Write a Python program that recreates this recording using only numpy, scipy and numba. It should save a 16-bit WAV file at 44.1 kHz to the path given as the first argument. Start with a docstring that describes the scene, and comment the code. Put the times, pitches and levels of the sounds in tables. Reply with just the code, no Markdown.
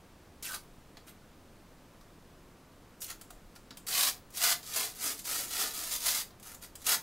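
"""At a desk in a small room, protective film is picked loose from a hard plastic case and tugged off. The glue
lets go in countless tiny snaps: a crackle when slow, a rasp when fast, a burst when a stuck patch gives. The
snaps ring the taut film, the freed flap and the case. Fingernails tick on the edge and creases pop. Close
echoes, a short room tail, quiet room air and a low handling rumble reach a nearly mono microphone pair."""
import sys
import numpy as np
from scipy import signal
from scipy.fft import rfft, irfft, next_fast_len
from scipy.io import wavfile
from scipy.ndimage import map_coordinates
from numba import njit

SR = 44100
rng = np.random.default_rng(int(sys.argv[2]) if len(sys.argv) > 2 else 0)


def output_pcm(signal):
    """Save a mono or channel-first signal as 16-bit PCM at the path in sys.argv[1].

    Samples are clipped to [-1, 1] before scaling.
    """
    pcm = np.clip(np.atleast_2d(signal).T, -1, 1) * 32767
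    wavfile.write(sys.argv[1], SR, np.round(pcm).astype(np.int16))


N = 309840
BAND_LIMIT_HZ = 15750


def amp(db):
    """Decibels to gain."""
    return 10 ** (np.asarray(db) / 20)


def unit_rms(x):
    """Scale to rms 1."""
    return x / np.sqrt(np.mean(x ** 2) + 1e-20)


def curve_at(points, hz):
    """Interpolate (freq_hz, value) points on a log frequency axis."""
    freqs_hz, values = np.transpose(points)
    return np.interp(np.log(hz + 1), np.log(freqs_hz), values)


def filtered(x, response):
    """Apply a gain given as a function of frequency."""
    size = next_fast_len(N + SR // 2)
    return irfft(rfft(x, size) * response(np.fft.rfftfreq(size, 1 / SR)), size)[..., :N]


def convolve(x, impulse):
    """Convolve with an impulse response scaled to energy 1."""
    return signal.fftconvolve(x, impulse / np.linalg.norm(impulse))[:N]


def noise(spectrum):
    """Steady shaped noise, rms 1."""
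    return unit_rms(filtered(rng.standard_normal(N), lambda hz: amp(curve_at(spectrum, hz))))


def click(spectrum, size=2048):
    """Minimum-phase click with this spectrum."""
    cepstrum = irfft(np.log(amp(curve_at(spectrum, np.fft.rfftfreq(size, 1 / SR)))))
    cepstrum[1:size // 2] *= 2
    cepstrum[size // 2 + 1:] = 0
    return irfft(np.exp(rfft(cepstrum)))


def ring(modes, size=4096):
    """Impulse response of a body; modes alternate in sign."""
    hz = np.fft.rfftfreq(size, 1 / SR)
    return irfft(sum((-1) ** k * amp(db) * 1j * hz * width / (centre ** 2 - hz ** 2 + 1j * hz * width)
                     for k, (centre, width, db) in enumerate(modes)))


def wobble(rate_hz):
    """Smooth random curve."""
    knots = rng.standard_normal(int(N * rate_hz / SR) + 4)
    return map_coordinates(knots, [np.arange(N) * rate_hz / SR])


@njit
def resonator(x, pitch_hz, q):
    """Moving resonance that keeps the power of white noise."""
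    out, state = np.zeros(len(x)), 0j
    for i in range(len(x)):
        step_rad = 2 * np.pi * pitch_hz[i] / SR
        decay = np.exp(-step_rad / (2 * q))
        state = state * decay * np.exp(1j * step_rad) + x[i] * np.sqrt(2 * (1 - decay * decay))
        out[i] = state.imag
    return out


def bursts(starts_s, levels_db, t60_s):
    """Showers of contacts: noise with a fast attack and a slower decay."""
    out, t = np.zeros(N + SR), np.arange(SR // 4) / SR
    attack = 1 - np.exp(-t / 0.00077)
    for start_s, level_db in zip(starts_s, levels_db):
        envelope = attack * amp(level_db - 60 * t / t60_s)
        out[round(start_s * SR):][:len(t)] += envelope * rng.standard_normal(len(t))
    return out[:N]


# freq_hz, relative_db
AIR_SPECTRUM = [(26, -5.5), (45, -10), (81, -1.5), (120, -5.5), (164, -4.5), (281, -6), (368, -8.5),
                (437, -10.5), (494, -10), (646, -13), (695, -13), (786, -15), (1110, -15), (2040, -22),
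                (15500, -34.5)]
RUMBLE_SPECTRUM = [(8, -4.5), (18, -3), (27, 5), (42, 1), (70, -36), (200, -42)]

def background_noise():
    """Steady room air, and a low rumble from the hand holding the case that comes and goes."""
    air = amp(-57.33) * noise(AIR_SPECTRUM)
    rumble = amp(-64 + 2.8 * wobble(rate_hz=3)) * noise(RUMBLE_SPECTRUM)
    return air + rumble


# freq_hz, relative_db
HISS_SPECTRUM = [(60, -22), (400, -10), (1300, -13), (4400, -15.5), (8000, -18), (13000, -28), (15500, -63)]

def microphone_hiss():
    """Independent self-noise in each channel."""
    return amp(-77.5) * np.array([noise(HISS_SPECTRUM), noise(HISS_SPECTRUM)])


# One glue snap: freq_hz, relative_db
SNAP_SPECTRUM = [(100, -13), (500, -36.5), (1500, -11), (2500, -20.5), (4500, -4.5), (6000, 9), (7600, 7.5),
                 (10000, 6.5), (13500, 5), (16000, -2)]
# Taut film and case panel: pitch_hz, width_hz, relative_db
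FILM_MODES = [(3070, 1250, -7.5), (3390, 130, 2.5), (3830, 340, -3), (4480, 650, 2.5), (5330, 2000, -2.5)]
CASE_MODES = [(287, 94, -2), (429, 62, 1), (713, 100, 0), (901, 110, 0), (1039, 114, 1.5), (1163, 175, 3),
              (1400, 440, 3), (1687, 390, 6), (2005, 1340, -3)]
# Film jerking free: start_s, level_db
JERK_EVENTS = [(0.4247, -22), (0.5437, -19.5), (3.0171, -22.5), (3.8676, -28), (3.8831, -15), (4.349, -28),
               (4.3704, -15.5), (4.7617, -12.5), (5.1907, -27), (5.9204, -19), (6.065, -13),
               (6.4276, -30.5), (6.6228, -29.5), (6.8651, -9.5), (6.8893, -9.5), (6.9164, -8.5)]

def jerks():
    """A stuck patch gives at once; the shower of snaps rings film and case."""
    shower = bursts(*np.transpose(JERK_EVENTS), t60_s=0.071)
    direct = amp(-17) * convolve(shower, click(SNAP_SPECTRUM))
    film = amp(-22.5) * convolve(shower, ring(FILM_MODES))
    case = amp(-30) * convolve(shower, ring(CASE_MODES))
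    return direct + film + case


def tug_envelope_db(start_s, swell_s, hold_s, t60_s, level_db, onset_db, hold_change_db):
    """A tug gathers speed, levels off while the film runs, then dies away."""
    t = np.arange(N) / SR - start_s
    rise_db = onset_db * np.clip(1 - t / swell_s, 0, 1) ** 1.33
    run_db = hold_change_db * np.clip((t - swell_s) / hold_s, 0, 1)
    fall_db = -60 * np.maximum(t - swell_s - hold_s, 0) / t60_s
    return np.where(t < 0, -np.inf, level_db + rise_db + run_db + fall_db)


def glue_snaps(level_db, slow_per_s=1500, fast_per_s=22000, scatter_db=3.0, stick_slip_db=1.94):
    """Glue strands break at random, more often in a faster pull; rms 1."""
    speed = np.clip((level_db + 55) / 30, 0, 1)
    chance = slow_per_s * (fast_per_s / slow_per_s) ** speed / SR
    sizes = amp(scatter_db * rng.standard_normal(N)) * rng.choice([-1, 1], N)
    snaps = sizes * (rng.random(N) < chance) / np.sqrt(chance)
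    return unit_rms(snaps * amp(stick_slip_db * wobble(rate_hz=300)))


# start_s, swell_s, hold_s, t60_s, level_db, onset_db, hold_change_db, film_db, case_db
TUGS = [(0.429, 0.013, 0.11, 0.12, -43, -4, -0.5, -0.5, -15.5),
        (0.534, 0.011, 0.0043, 0.12, -40, -5.5, -6, -1, -0.5),
        (1.067, 0.0091, 0.023, 0.12, -51, -9, -10, -11, -6.5),
        (3.001, 0.016, 0.019, 0.16, -42, -20, 1, -15, -30),
        (3.079, 0.028, 0.0114, 0.055, -44.5, -7, -0.5, 1, -2),
        (3.867, 0.12, 0.1, 0.094, -29, -13.5, -1, 1.5, -12.5),
        (4.323, 0.13, 0.073, 0.089, -28.5, -29, 0, 2, -10),
        (4.611, 0.09, 0.07, 0.4, -43.5, -19, 8, 2, -13.5),
        (4.76, 0.0034, 0.071, 0.32, -32, -1, -3.5, 1, -11), (4.95, 0.11, 0.045, 0.2, -33, -20, -2, -1, -13),
        (5.175, 0.012, 0.011, 0.25, -47, -7, -2.5, -1, -23),
        (5.243, 0.07, 0.079, 0.67, -34, -9, -2.5, -0.5, -12.5),
        (5.499, 0.12, 0.019, 0.46, -32.5, -10, -2.5, 3, -10.5),
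        (5.736, 0.079, 0.09, 0.66, -38.5, -3, -3.5, 0, -13.5),
        (5.895, 0.044, 0.026, 0.13, -32.5, -8.5, -3.5, 0.5, -15),
        (6.004, 0.08, 0.13, 0.069, -30, -13, -7, 1.5, -12.5),
        (6.42, 0.051, 0.077, 0.18, -46.5, -19, -12, -3, -7.5),
        (6.61, 0.025, 0.011, 0.12, -50.5, -10, 3, -0.5, -9.5),
        (6.796, 0.025, 0.02, 0.15, -52.5, -11, -7, 1, -13),
        (6.843, 0.039, 0.066, 0.067, -30, -20.5, 1.5, 0.5, -9.5)]
# Bass limit of the freed sheet, higher when it is small: time_s, cutoff_hz
SHEET_CUTOFF = [(0.4, 960), (3.05, 1620), (3.9, 700), (4.4, 750), (4.8, 326), (5.8, 292), (6.05, 810),
                (6.9, 676)]

def peel():
    """Snaps sound directly and ring film, case and flap; the loudest tug sets the tone."""
    tug_levels_db = np.array([tug_envelope_db(*tug[:-2]) for tug in TUGS])
    crackle_db, loudest = tug_levels_db.max(axis=0), tug_levels_db.argmax(axis=0)
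    crackle = amp(crackle_db) * glue_snaps(crackle_db)
    flap_ring = flap(crackle)
    out = np.zeros(N)
    for k, (start_s, _, _, _, level_db, _, _, film_db, case_db) in enumerate(TUGS):
        active = loudest == k
        snaps = active * crackle
        direct = amp(-2) * convolve(snaps, click(SNAP_SPECTRUM))
        detune = 1.021 + 0.012 * rng.standard_normal()  # no two tugs are equally taut
        film = amp(film_db - 6.5) * convolve(snaps, ring(np.array(FILM_MODES) * [detune, 1, 1]))
        strain = amp(0.16 * np.clip(crackle_db - level_db, -20, 20))  # harder pull, more case
        case = amp(case_db + 1.7) * convolve(snaps * strain, ring(CASE_MODES))
        cutoff_hz = np.interp(start_s, *np.transpose(SHEET_CUTOFF))
        highpass = signal.butter(2, cutoff_hz, "high", fs=SR)
        radiation = signal.lfilter(*highpass, signal.unit_impulse(1024))
        out += convolve(direct + film + case + active * flap_ring, radiation)
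    return out


# start_s, length_s, first_hz, last_hz, gain_db
FLAP_GLIDES = [(0.438, 0.18, 7050, 1310, -4.5), (1.072, 0.065, 7500, 2000, -4.5),
               (3.02, 0.16, 9000, 1950, -9), (3.881, 0.215, 2170, 1120, -15.5)]

def flap(crackle, q=5.5, settle_s=0.0207, overtone_ratio=3.5):
    """The freed flap's main mode and overtone slide down as it grows."""
    pitch_hz, gain = np.full(N, 2000.), np.zeros(N)
    for start_s, length_s, first_hz, last_hz, gain_db in FLAP_GLIDES:
        t = np.arange(N) / SR - start_s
        active = (t >= 0) & (t < length_s)
        pitch_hz[active] = last_hz + (first_hz - last_hz) * np.exp(-t[active] / settle_s)
        gain[active] = amp(gain_db)
    drive = crackle * gain
    overtone_hz = np.minimum(overtone_ratio * pitch_hz, SR / 2)
    overtone = resonator(drive * (overtone_hz < BAND_LIMIT_HZ), overtone_hz, 2 * q)
    return resonator(drive, pitch_hz, q) + amp(-1) * overtone


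# Nail on the edge and film buckling: freq_hz, relative_db
NAIL_SPECTRUM = [(200, -32), (1200, 5), (3000, 13), (4800, 15), (7000, 5), (16000, -30)]
CREASE_SPECTRUM = [(1000, -11), (4000, -9), (7000, 1.5), (11000, -1.5), (16000, -2.5)]
# Popped crease shivering: pitch_hz, width_hz, relative_db
SHIVER_MODES = [(7500, 1500, 0)]
# start_s, level_db, knock_db, crease_db, spot_hz
NAIL_SLIPS = [(0.9698, -30, -17.5, -20, 780), (2.01, -43.5, -20, -13, 1200),
              (3.212, -34.5, -17, -3.5, 1420), (3.304, -38.5, -8, -2, 1340), (3.5524, -42.5, -20, -6, 1400),
              (3.56, -34.5, -16, -11.5, 1400), (3.7068, -30.5, -11, -20.5, 266),
              (3.7705, -28, -27, -9.5, 1200), (4.3032, -47.5, -20, 2, 1200), (4.6295, -29, -27, -12, 1200),
              (5.1906, -23, -31, -9.5, 1200), (6.3051, -38, -19, -24, 1200), (6.3974, -49, -7, 2, 1200),
              (6.5452, -38.5, -14, 0, 1200), (6.7538, -26.5, -33, -9.5, 1200)]

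def nail_ticks():
    """A nail slips off the edge: it ticks, knocks the case and pops a crease, which shivers on."""
    start_s, level_db, knock_db, crease_db, spot_hz = np.transpose(NAIL_SLIPS)
    tick = convolve(bursts(start_s, level_db + knock_db / 2, t60_s=0.033), click(NAIL_SPECTRUM))
    blows = bursts(start_s, level_db + knock_db, t60_s=0.039)
    case = convolve(blows, ring(CASE_MODES))
    latest = np.searchsorted(start_s, np.arange(N) / SR, side="right") - 1
    struck_spot = resonator(blows, spot_hz[latest], q=5.1)
    pop = convolve(bursts(start_s, level_db + crease_db, t60_s=0.044), click(CREASE_SPECTRUM))
    shiver = convolve(bursts(start_s, level_db + crease_db, t60_s=0.45), ring(SHIVER_MODES))
    knock = amp(-3.5) * case + amp(-2.5) * struck_spot
    return amp(-5.5) * tick + knock + amp(-4) * pop + amp(-27) * shiver


def close_echoes(x, span_s=0.011, count=18):
    """Add echoes off desk, hand and case; their paths drift as the peel line travels."""
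    samples, out = np.arange(N), x.copy()
    for delay_s in np.linspace(span_s / 7, span_s, count):
        drifting_s = delay_s * np.exp(0.12 * wobble(rate_hz=5))
        echo = x[np.clip(samples - (drifting_s * SR).astype(int), 0, N - 1)]
        gain = 0.919 * np.exp(-delay_s / span_s) / np.sqrt(count)
        out += rng.choice([-1, 1]) * gain * echo
    return out


# freq_hz, t60_s
ROOM_DECAY = [(200, 0.61), (1000, 0.21), (4000, 0.2), (8000, 0.18), (15000, 0.19)]

def room_reverb(x, tail_db=-8, tail_count=5, switch_hz=12, build_s=0.017):
    """Add a short tail; its fine pattern keeps changing as the source moves."""
    tail_index = (np.arange(N) / SR * switch_hz).astype(int) % tail_count
    wet = np.zeros(N)
    for k in range(tail_count):
        hz, t, spectra = signal.stft(rng.standard_normal(SR // 2), SR, nperseg=256)
        decay = amp(-60 * t / curve_at(ROOM_DECAY, hz)[:, None])
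        tail = signal.istft(spectra * decay, SR, nperseg=256)[1]
        tail *= np.clip(np.arange(len(tail)) / SR / build_s, 0, 1)
        wet += convolve(x * (tail_index == k), tail)
    return x + amp(tail_db) * wet


def scene():
    """Both microphones hear the same sound; only their hiss differs."""
    near = close_echoes(peel() + jerks() + nail_ticks())
    return room_reverb(near) + background_noise() + microphone_hiss()


def record(dry):
    """Brick-wall low-pass at the band limit."""
    return filtered(dry, lambda hz: hz < BAND_LIMIT_HZ)


dry = scene()
out = record(dry)
output_pcm(out)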